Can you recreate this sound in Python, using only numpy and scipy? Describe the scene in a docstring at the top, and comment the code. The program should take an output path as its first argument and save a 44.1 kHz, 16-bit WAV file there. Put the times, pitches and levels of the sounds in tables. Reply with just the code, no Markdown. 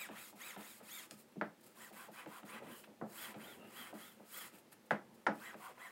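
"""A small workshop, one microphone close to the bench: an acrylic sheet's edge is polished on pasted cloth.
Five strokes open, the weave singing at a pitch that follows their speed, over rasping paste and hissing
fibres; the sheet thuds as they reverse. At 1.4 s it knocks on the bench, turned onto another edge, and a
longer run follows, rising in pitch near 3 s. Two loud knocks around 5 s lead into three last strokes.
The bench rumbles softly under the hands throughout."""
import sys
import numpy as np
from scipy import signal
from scipy.fft import rfft, irfft, next_fast_len
from scipy.io import wavfile
from scipy.ndimage import map_coordinates

SR = 44100
rng = np.random.default_rng(int(sys.argv[2]) if len(sys.argv) > 2 else 0)


def output_pcm(signal):
    """Save a mono or channel-first signal as 16-bit PCM at the path in sys.argv[1].

    Samples are clipped to [-1, 1] before scaling.
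    """
    pcm = np.clip(np.atleast_2d(signal).T, -1, 1) * 32767
    wavfile.write(sys.argv[1], SR, np.round(pcm).astype(np.int16))


N = 260631

# Spectra of the paste's rasp and the fibres' hiss. Each row: frequency in Hz, relative level in dB.
PASTE_SPECTRUM = [(300, -40), (520, 0), (950, 0.5), (1100, -15), (1270, 9), (1450, -6), (1750, 0.5),
                  (2100, -3.5), (2450, -2.5), (2900, -5.5), (3600, -11.5), (4300, -19), (6000, -36),
                  (9000, -34)]
FIBRE_SPECTRUM = [(2500, -27), (4200, -4), (5000, -4.5), (6000, -10.5), (7000, -3), (7900, -0.5),
                  (8700, -2.5), (9600, -2), (10600, -2.5), (11400, 0), (12200, -2), (13100, -1.5),
                  (14300, -4), (15400, -2)]


def rubbing():
    """The edge drags over the cloth: the paste rasps, the fibres hiss and the passing threads sing."""
    # The weave's four voices. Each row: multiple of the thread rate, relative level in dB.
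    groan_periods = [(.4, -2), (.6, -4.5)]
    tone_periods = [(1.01, 0), (2, -17)]
    whistle_periods = [(2.5, -15), (3.999, 16), (4.45, -15), (4.92, 3), (5.6, -24)]
    rib_periods = [(1.6, -1), (2.05, -4), (2.8, -9), (3.2, 1.5), (5.302, -2), (6.15, 0.5)]
    # The uneven pile at the reference thread rate. Each row: frequency in Hz, relative level in dB.
    pile_spectrum = [(250, -48), (800, -8), (1550, 1), (2350, -1.5), (2900, -1.5), (5000, -9.5),
                     (9000, -17)]
    reference_hz, full_glide_hz = 2500, 1500  # thread rates
    pile_db, song_db = 3, 5  # relative to the paste's steady rasp
    rate, rasp_gain, hiss_gain, (groan, tone, whistle, ribs) = strokes()
    threads = np.cumsum(rate) / SR
    # the edge reads the pile like a needle, so this part of the rasp rises and falls with the speed
    pile = noise(pile_spectrum, spiky_db=4)
    pile = map_coordinates(pile, [threads * SR / reference_hz], mode="mirror")
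    glide = amp(pile_db) * np.clip(rate / full_glide_hz, 0, 1)
    groan, tone = amp(song_db) * groan, amp(song_db) * tone
    song = groan * weave(threads, groan_periods, blur=450)
    song += tone * weave(threads, tone_periods, blur=270)
    rasp = noise(PASTE_SPECTRUM, spiky_db=1.5) + sheet(glide * pile + song)
    rasp /= np.sqrt(1 + glide ** 2 + groan ** 2 + tone ** 2)
    # the finer periods of the weave whistle through the hiss
    treble = whistle * weave(threads, whistle_periods, blur=240)
    treble += ribs * weave(threads, rib_periods, blur=280)
    hiss = sheet(treble) + noise(FIBRE_SPECTRUM, spiky_db=2)
    hiss /= np.sqrt(1 + whistle ** 2 + ribs ** 2)
    uneven_grip = amp(wobble(60))  # about 1 dB deep
    return uneven_grip * (rasp_gain * rasp + hiss_gain * hiss)


def strokes():
    """Each stroke speeds up and slows like half a pendulum swing; speed sets thread rate and gains."""
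    # Each row: start and end in seconds, peak thread rate in Hz, then in dB: rasp, hiss, the lean of
    # each (its rise from start to end), swell (how far the ends lie under the middle), clearness of song.
    passes = [(-.09, 0.101, 2473, -46.5, -48.5, -4, 3, 21.5, 4),
              (0.098, 0.334, 2492, -56.5, -54.5, -21, 8.5, 14, -5.5),
              (0.348, 0.578, 2487, -52, -51, 6, 2, 17, -0.5),
              (0.568, 0.816, 2440, -61, -56, -22, -2.5, 5, -5.5),
              (0.822, 1.083, 2300, -57, -50.5, 7, 3.5, 13.5, -1.5),
              (1.742, 1.927, 1997, -57.5, -57, -1, 1, 12, 2),
              (1.919, 2.102, 2527, -55, -58.5, -2, -7, 10.5, -4.5),
              (2.108, 2.271, 2512, -53, -61, 5, -16, 13, -1.5),
              (2.265, 2.429, 2468, -53.5, -61, 1, 3, 6.5, -9),
              (2.444, 2.618, 2540, -50.5, -59.5, 10.5, -12, 13, 0.5),
              (2.617, 2.881, 3017, -59, -59, -26, 1, 16.5, -3),
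              (3.087, 3.352, 3405, -50.5, -49.5, 10, -4, 17, -0.5),
              (3.349, 3.631, 3578, -56, -59.5, -13, -5, 15.5, 0),
              (3.657, 3.939, 3293, -53, -55, 15, 5, 18.5, -1),
              (3.931, 4.214, 3597, -60.5, -59.5, -26.5, -20, 15.5, 0),
              (4.238, 4.524, 3442, -53, -49, 14, 3, 24, -1.5),
              (5.366, 5.568, 1970, -52, -58, 1, -11, 15, 11),
              (5.557, 5.748, 2285, -50.5, -60.5, 3, -7, 14, -9.5),
              (5.74, 5.944, 2060, -52, -62, 3, 8, 20, -0.5)]
    # The weave's voice changes between groups of strokes.
    # Each row: time in seconds from which it applies, then groan, tone, whistle and ribs in dB.
    voicings = [(-1, -32, 1.5, -6.5, 3.5), (1.24, -4, -3, -4.5, -9.5), (5, -3, -11.5, -10, -26),
                (5.5, -1, 3, -2, -26)]
    break_s, catch_s = 0.01, 0.026  # the edge breaks free quickly and catches again more gradually
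    t = np.arange(N) / SR
    rate, rasp, hiss, voices = np.zeros(N), np.zeros(N), np.zeros(N), np.zeros((4, N))
    for start, end, peak_hz, rasp_db, hiss_db, rasp_lean_db, hiss_lean_db, swell_db, clear_db in passes:
        inside = (t >= start) & (t < end)
        progress = (t[inside] - start) / (end - start)
        speed = np.sin(np.pi * progress)
        sliding = np.clip(np.minimum((t[inside] - start) / break_s, (end - t[inside]) / catch_s), 0, 1)
        effort = sliding ** 2 * amp(-swell_db * (1 - speed))
        rate[inside] = peak_hz * speed
        rasp[inside] += effort * amp(rasp_db + rasp_lean_db * (progress - .5))
        hiss[inside] += effort * amp(hiss_db + hiss_lean_db * (progress - .5))
        _, groan_db, *song_db = [row for row in voicings if row[0] <= start][-1]
        # a clear stroke sings more and groans less
        voice_db = np.r_[groan_db - clear_db, np.add(song_db, clear_db)]
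        voices[:, inside] = amp(voice_db)[:, None] * speed ** 0.88
    return rate, rasp, hiss, voices


def weave(threads, periods, blur):
    """Tones of passing threads; uneven spacing makes each a narrow band, roughly blur Hz wide."""
    bands = [amp(db) * (wobble(blur) + 1j * wobble(blur)) * np.exp(2j * np.pi * multiple * threads)
             for multiple, db in periods]
    return unit(np.sum(bands, axis=0).real)


def sheet(x):
    """Waves bounce between the sheet's edges: its dense modes blur the gliding tones and colour them."""
    # How well the sheet radiates. Each row: frequency in Hz, gain in dB.
    radiation = [(400, -5), (1000, -1.5), (1400, 0.5), (2000, 5.5), (2750, -3.5), (3600, 1), (4400, -8),
                 (5900, -6), (7700, -1.5), (10000, -2), (15000, -4)]
    t = np.arange(SR // 20) / SR
    bounces = rng.standard_normal(len(t)) * amp(-60 * t / .04)
    ring = .55 * bounces / np.linalg.norm(bounces)
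    ring[0] += .83  # the direct wave
    return filtered(signal.fftconvolve(x, ring)[:N], lambda hz: amp(along(radiation, hz)))


def knocks():
    """Each contact sends a falling chirp through the bench and rings it; the cloth softens light ones."""
    # The sheet meets the bench. Each row: time in seconds, relative level in dB, hardness as cutoff in Hz.
    contacts = [(.090, -47, 710), (.327, -55.5, 790), (.563, -46.5, 650), (.806, -55.5, 715),
                (1.112, -53, 379.4), (1.358, -43, 353), (1.412, -34.5, 1960), (1.908, -54.5, 694),
                (2.083, -51.5, 765.5), (2.259, -47, 744.6), (2.429, -51, 703), (2.614, -49.5, 698.6),
                (2.663, -52.5, 596.5), (2.873, -57, 652), (3.013, -39, 834), (3.345, -47.5, 694),
                (3.582, -58.5, 563), (3.624, -55.5, 643), (3.927, -45.5, 650), (4.198, -54, 657.5),
                (4.53, -58.5, 403.8), (4.908, -28.5, 2060), (5.266, -27.5, 1810), (5.543, -51, 749)]
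    # Each row: frequency in Hz, relative level in dB, seconds to fall 60 dB.
    bench_modes = [(212.8, 12, 0.16), (297.4, -3, 0.16), (650, -30, 0.11), (827, -5, 0.33), (856, 6, 0.1),
                   (968, -1, 0.24), (1310, -7, 0.21), (1410, -27, 0.13), (1470, -30, 0.18),
                   (1570, -14, 0.33), (1580, -33, 0.092), (1720, -12, 0.43), (1820, -17, 0.2),
                   (1980, -4, 0.23)]
    # The bench's colour. Each row: frequency in Hz, gain in dB.
    bench_response = [(30, -50), (80, -29), (115, -6), (150, -0.5), (205, 7), (250, -2.5), (300, 6.5),
                      (370, -1.5), (550, 5), (900, 3.5), (1120, -0.5), (1300, 5.5), (2000, 1), (2700, -7)]
    track, t = np.zeros(N), np.arange(SR // 2) / SR
    chirp = bending_wave(lag=.022)
    # the sheet itself claps straight into the air, without bass
    highpass = signal.butter(1, 900, "high", fs=SR, output="sos")
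    clap = signal.sosfilt(highpass, signal.unit_impulse(len(t), SR // 1000))
    for start, db, hardness_hz in contacts:
        modes = sum(amp(level - 60 * t / t60) * np.sin(2 * np.pi * (hz * t + rng.random()))
                    for hz, level, t60 in bench_modes)
        modes *= 1 - np.exp(-t / 0.013)  # standing waves take a few crossings to build up
        ring = 0.13 * modes / np.linalg.norm(modes) + 1.06 * tail()
        ring += 1.8 * tail() * amp(-60 * t / 0.048)
        knock = signal.fftconvolve(ring, chirp)[:len(t)]
        knock[:len(chirp)] += 0.5 * chirp
        knock = filtered(knock + .9 * clap, lambda hz: amp(along(bench_response, hz)))
        knock = signal.sosfilt(signal.butter(3, hardness_hz, fs=SR, output="sos"), knock)
        add(track, start, 0.18 * amp(db) * unit(knock))
    return track


def bending_wave(lag):
    """An impulse after crossing the bench: treble arrives first, bass about lag seconds later."""
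    hz = np.fft.rfftfreq(SR // 2, 1 / SR)
    delay = .0005 + lag * np.maximum(np.sqrt(200 / (hz + 30)) - .32, 0)
    return irfft(np.exp(-2j * np.pi * np.cumsum(delay) * hz[1]), SR // 2)[:SR // 10]


def clicks():
    """Short bright clicks and crackles, mostly at stroke reversals and on the two loud knocks."""
    # Each row: time in seconds, relative level in dB, resonance in Hz, seconds to fall 60 dB.
    bursts = [(.088, -43, 2150, 0.019), (.563, -48, 2403, .027), (1.110, -41, 7710, 0.015),
              (2.26, -47, 2200, 0.024), (2.432, -50, 1900, .025), (2.492, -55, 1993, 0.033),
              (2.839, -51.5, 3320, 0.052), (3.342, -48.5, 2500, 0.041), (3.929, -59, 2198, .025),
              (4.908, -56, 10200, 0.1), (5.267, -46, 5970, 0.052), (5.543, -45, 1878, 0.021),
              (5.78, -49, 1776, 0.031)]
    track, t = np.zeros(N), np.arange(SR // 8) / SR
    for start, db, centre_hz, t60 in bursts:
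        def colour(hz):
            resonance = hz * centre_hz / (centre_hz ** 2 - hz ** 2 + .8j * hz * centre_hz)
            return resonance / (1 + (hz / (0.43 * centre_hz)) ** 2)
        crackle = filtered(rng.standard_normal(len(t)), colour)
        add(track, start, amp(db - 60 * t / t60) * unit(crackle))
    return track


def swishes():
    """Soft swishes of rubbing on cloth, between strokes, leading into them and in the pauses."""
    # Each row: middle and length in seconds, rasp and hiss in dB.
    swells = [(0.814, .05, -67, -72), (1.126, 0.036, -64, -60.5), (1.197, 0.04, -74, -61),
              (1.289, .005, -80, -70), (1.325, .01, -74, -72), (1.614, 0.0094, -76, -64.5),
              (1.641, 0.012, -69, -60.5), (1.669, 0.017, -66, -59.5), (1.71, 0.043, -74, -69),
              (2.789, 0.029, -73, -60), (3.088, .035, -77, -69), (3.66, .09, -64, -71),
              (4.237, 0.096, -72, -75), (4.55, 0.043, -62.5, -63.5), (4.59, 0.019, -76, -63),
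              (4.729, 0.014, -61, -56), (4.865, 0.012, -80, -69), (5.15, 0.013, -85, -68),
              (5.204, .07, -75, -78), (5.36, .04, -68, -66)]
    t = np.arange(N) / SR
    rasp, hiss = sum(amp([[rasp_db], [hiss_db]]) * np.exp(-2 * ((t - middle) / length) ** 2)
                     for middle, length, rasp_db, hiss_db in swells)
    return rasp * noise(PASTE_SPECTRUM, spiky_db=5) + hiss * noise(FIBRE_SPECTRUM, spiky_db=3)


def squeals():
    """A slowly dragged edge faintly excites one narrow resonance of the sheet."""
    # Each row: middle and length in seconds, approximate pitch in Hz, relative level in dB.
    drags = [(2.788, 0.13, 2993, -72.5), (3.644, 0.11, 2840, -70.5)]
    track, t = np.zeros(N), np.arange(N) / SR
    for middle, length, pitch_hz, db in drags:
        swell = np.exp(-(2 * (t - middle) / length) ** 4)
        track += amp(db) * swell * weave(pitch_hz * t, [(0.99, 0)], blur=330)
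    return track


def rumble():
    """The bench drums softly and unsteadily under the moving hands."""
    # Each row: time in seconds, relative level in dB.
    levels = [(0.0, -70), (1.74, -68.5), (2.37, -70), (2.63, -57), (2.86, -68.5), (3.42, -58.5),
              (4.03, -67.5), (4.74, -68.5), (5.12, -65), (5.91, -72)]
    # Each row: frequency in Hz, relative level in dB.
    spectrum = [(29, -75), (50, -38), (84, -18), (140, -7), (172, -16), (191, -3), (221, 2.5), (238, 0.5),
                (275, -7), (355, -3.5), (420, -7), (516, -5.5), (698, -12), (900, -12), (1170, -21.5),
                (1980, -120)]
    level_db = np.interp(np.arange(N) / SR, *np.transpose(levels)) + 1
    sway_db = 1.75 * wobble(24)
    return amp(level_db + sway_db) * noise(spectrum)


def tail():
    """The diffuse ring of bench and room, of energy 1: each frequency dies at its own speed."""
    # Each row: frequency in Hz, seconds to fall 60 dB.
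    decay_times = [(100, 0.23), (260, 0.3), (700, 0.22), (1840, .2), (5000, 0.24), (14000, 0.12)]
    hz, t, bands = signal.stft(rng.standard_normal(SR // 2), SR, nperseg=256)
    decay = amp(-60 * t / along(decay_times, hz)[:, None])
    ring = signal.istft(bands * decay, SR, nperseg=256)[1][:SR // 2]
    return ring / np.linalg.norm(ring)


def room_tone():
    """The faint, steady noise of the workshop's still air."""
    # Each row: frequency in Hz, relative level in dB.
    spectrum = [(15, -67), (25, -40), (217, -1.5), (270, -25), (317, -0.5), (476, -21), (962, -22),
                (1100, -12.5), (1260, -13), (1940, -13.5), (5570, -22), (12900, -24), (16000, -26)]
    return amp(-70.5) * noise(spectrum)


def noise(spectrum, spiky_db=0):
    """Coloured noise of rms 1; spiky_db scatters the sizes of its tiny impulses."""
    impulses = rng.standard_normal(N) * amp(spiky_db * wobble(2000))
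    return unit(filtered(impulses, lambda hz: amp(along(spectrum, hz))))


def wobble(rate):
    """A smooth random curve with rate knots a second."""
    return map_coordinates(rng.standard_normal(int(N * rate / SR) + 4), [np.arange(N) * rate / SR])


def filtered(x, response):
    """Pass x through a complex frequency response."""
    size = next_fast_len(len(x) + 8192)
    return irfft(rfft(x, size) * response(np.fft.rfftfreq(size, 1 / SR)), size)[:len(x)]


def along(points, hz):
    """Read (Hz, value) points on a log frequency axis."""
    point_hz, values = np.transpose(points)
    return np.interp(np.log(hz + 1), np.log(point_hz + 1), values)


def amp(db):
    """Decibels to gain."""
    return 10 ** (np.asarray(db) / 20)


def unit(x):
    """Scale to rms 1."""
    return x / np.sqrt(np.mean(np.abs(x) ** 2) + 1e-20)


def add(track, start, sound):
    """Mix a sound in at start seconds."""
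    part = track[round(start * SR):][:len(sound)]
    part += sound[:len(part)]


def scene():
    """The polishing close up in mono, with a little of the room, over the bench and the still air."""
    near = rubbing() + swishes() + squeals() + clicks()
    room = signal.fftconvolve(near, tail())[:N]
    return (0.88 * near + amp(-9) * room + knocks() + rumble() + room_tone())[None]


def record(dry):
    """The microphone's channel passes nothing above its band limit."""
    top_hz = 15850
    return np.array([filtered(channel, lambda hz: hz < top_hz) for channel in dry])


dry = scene()
out = record(dry)
output_pcm(out)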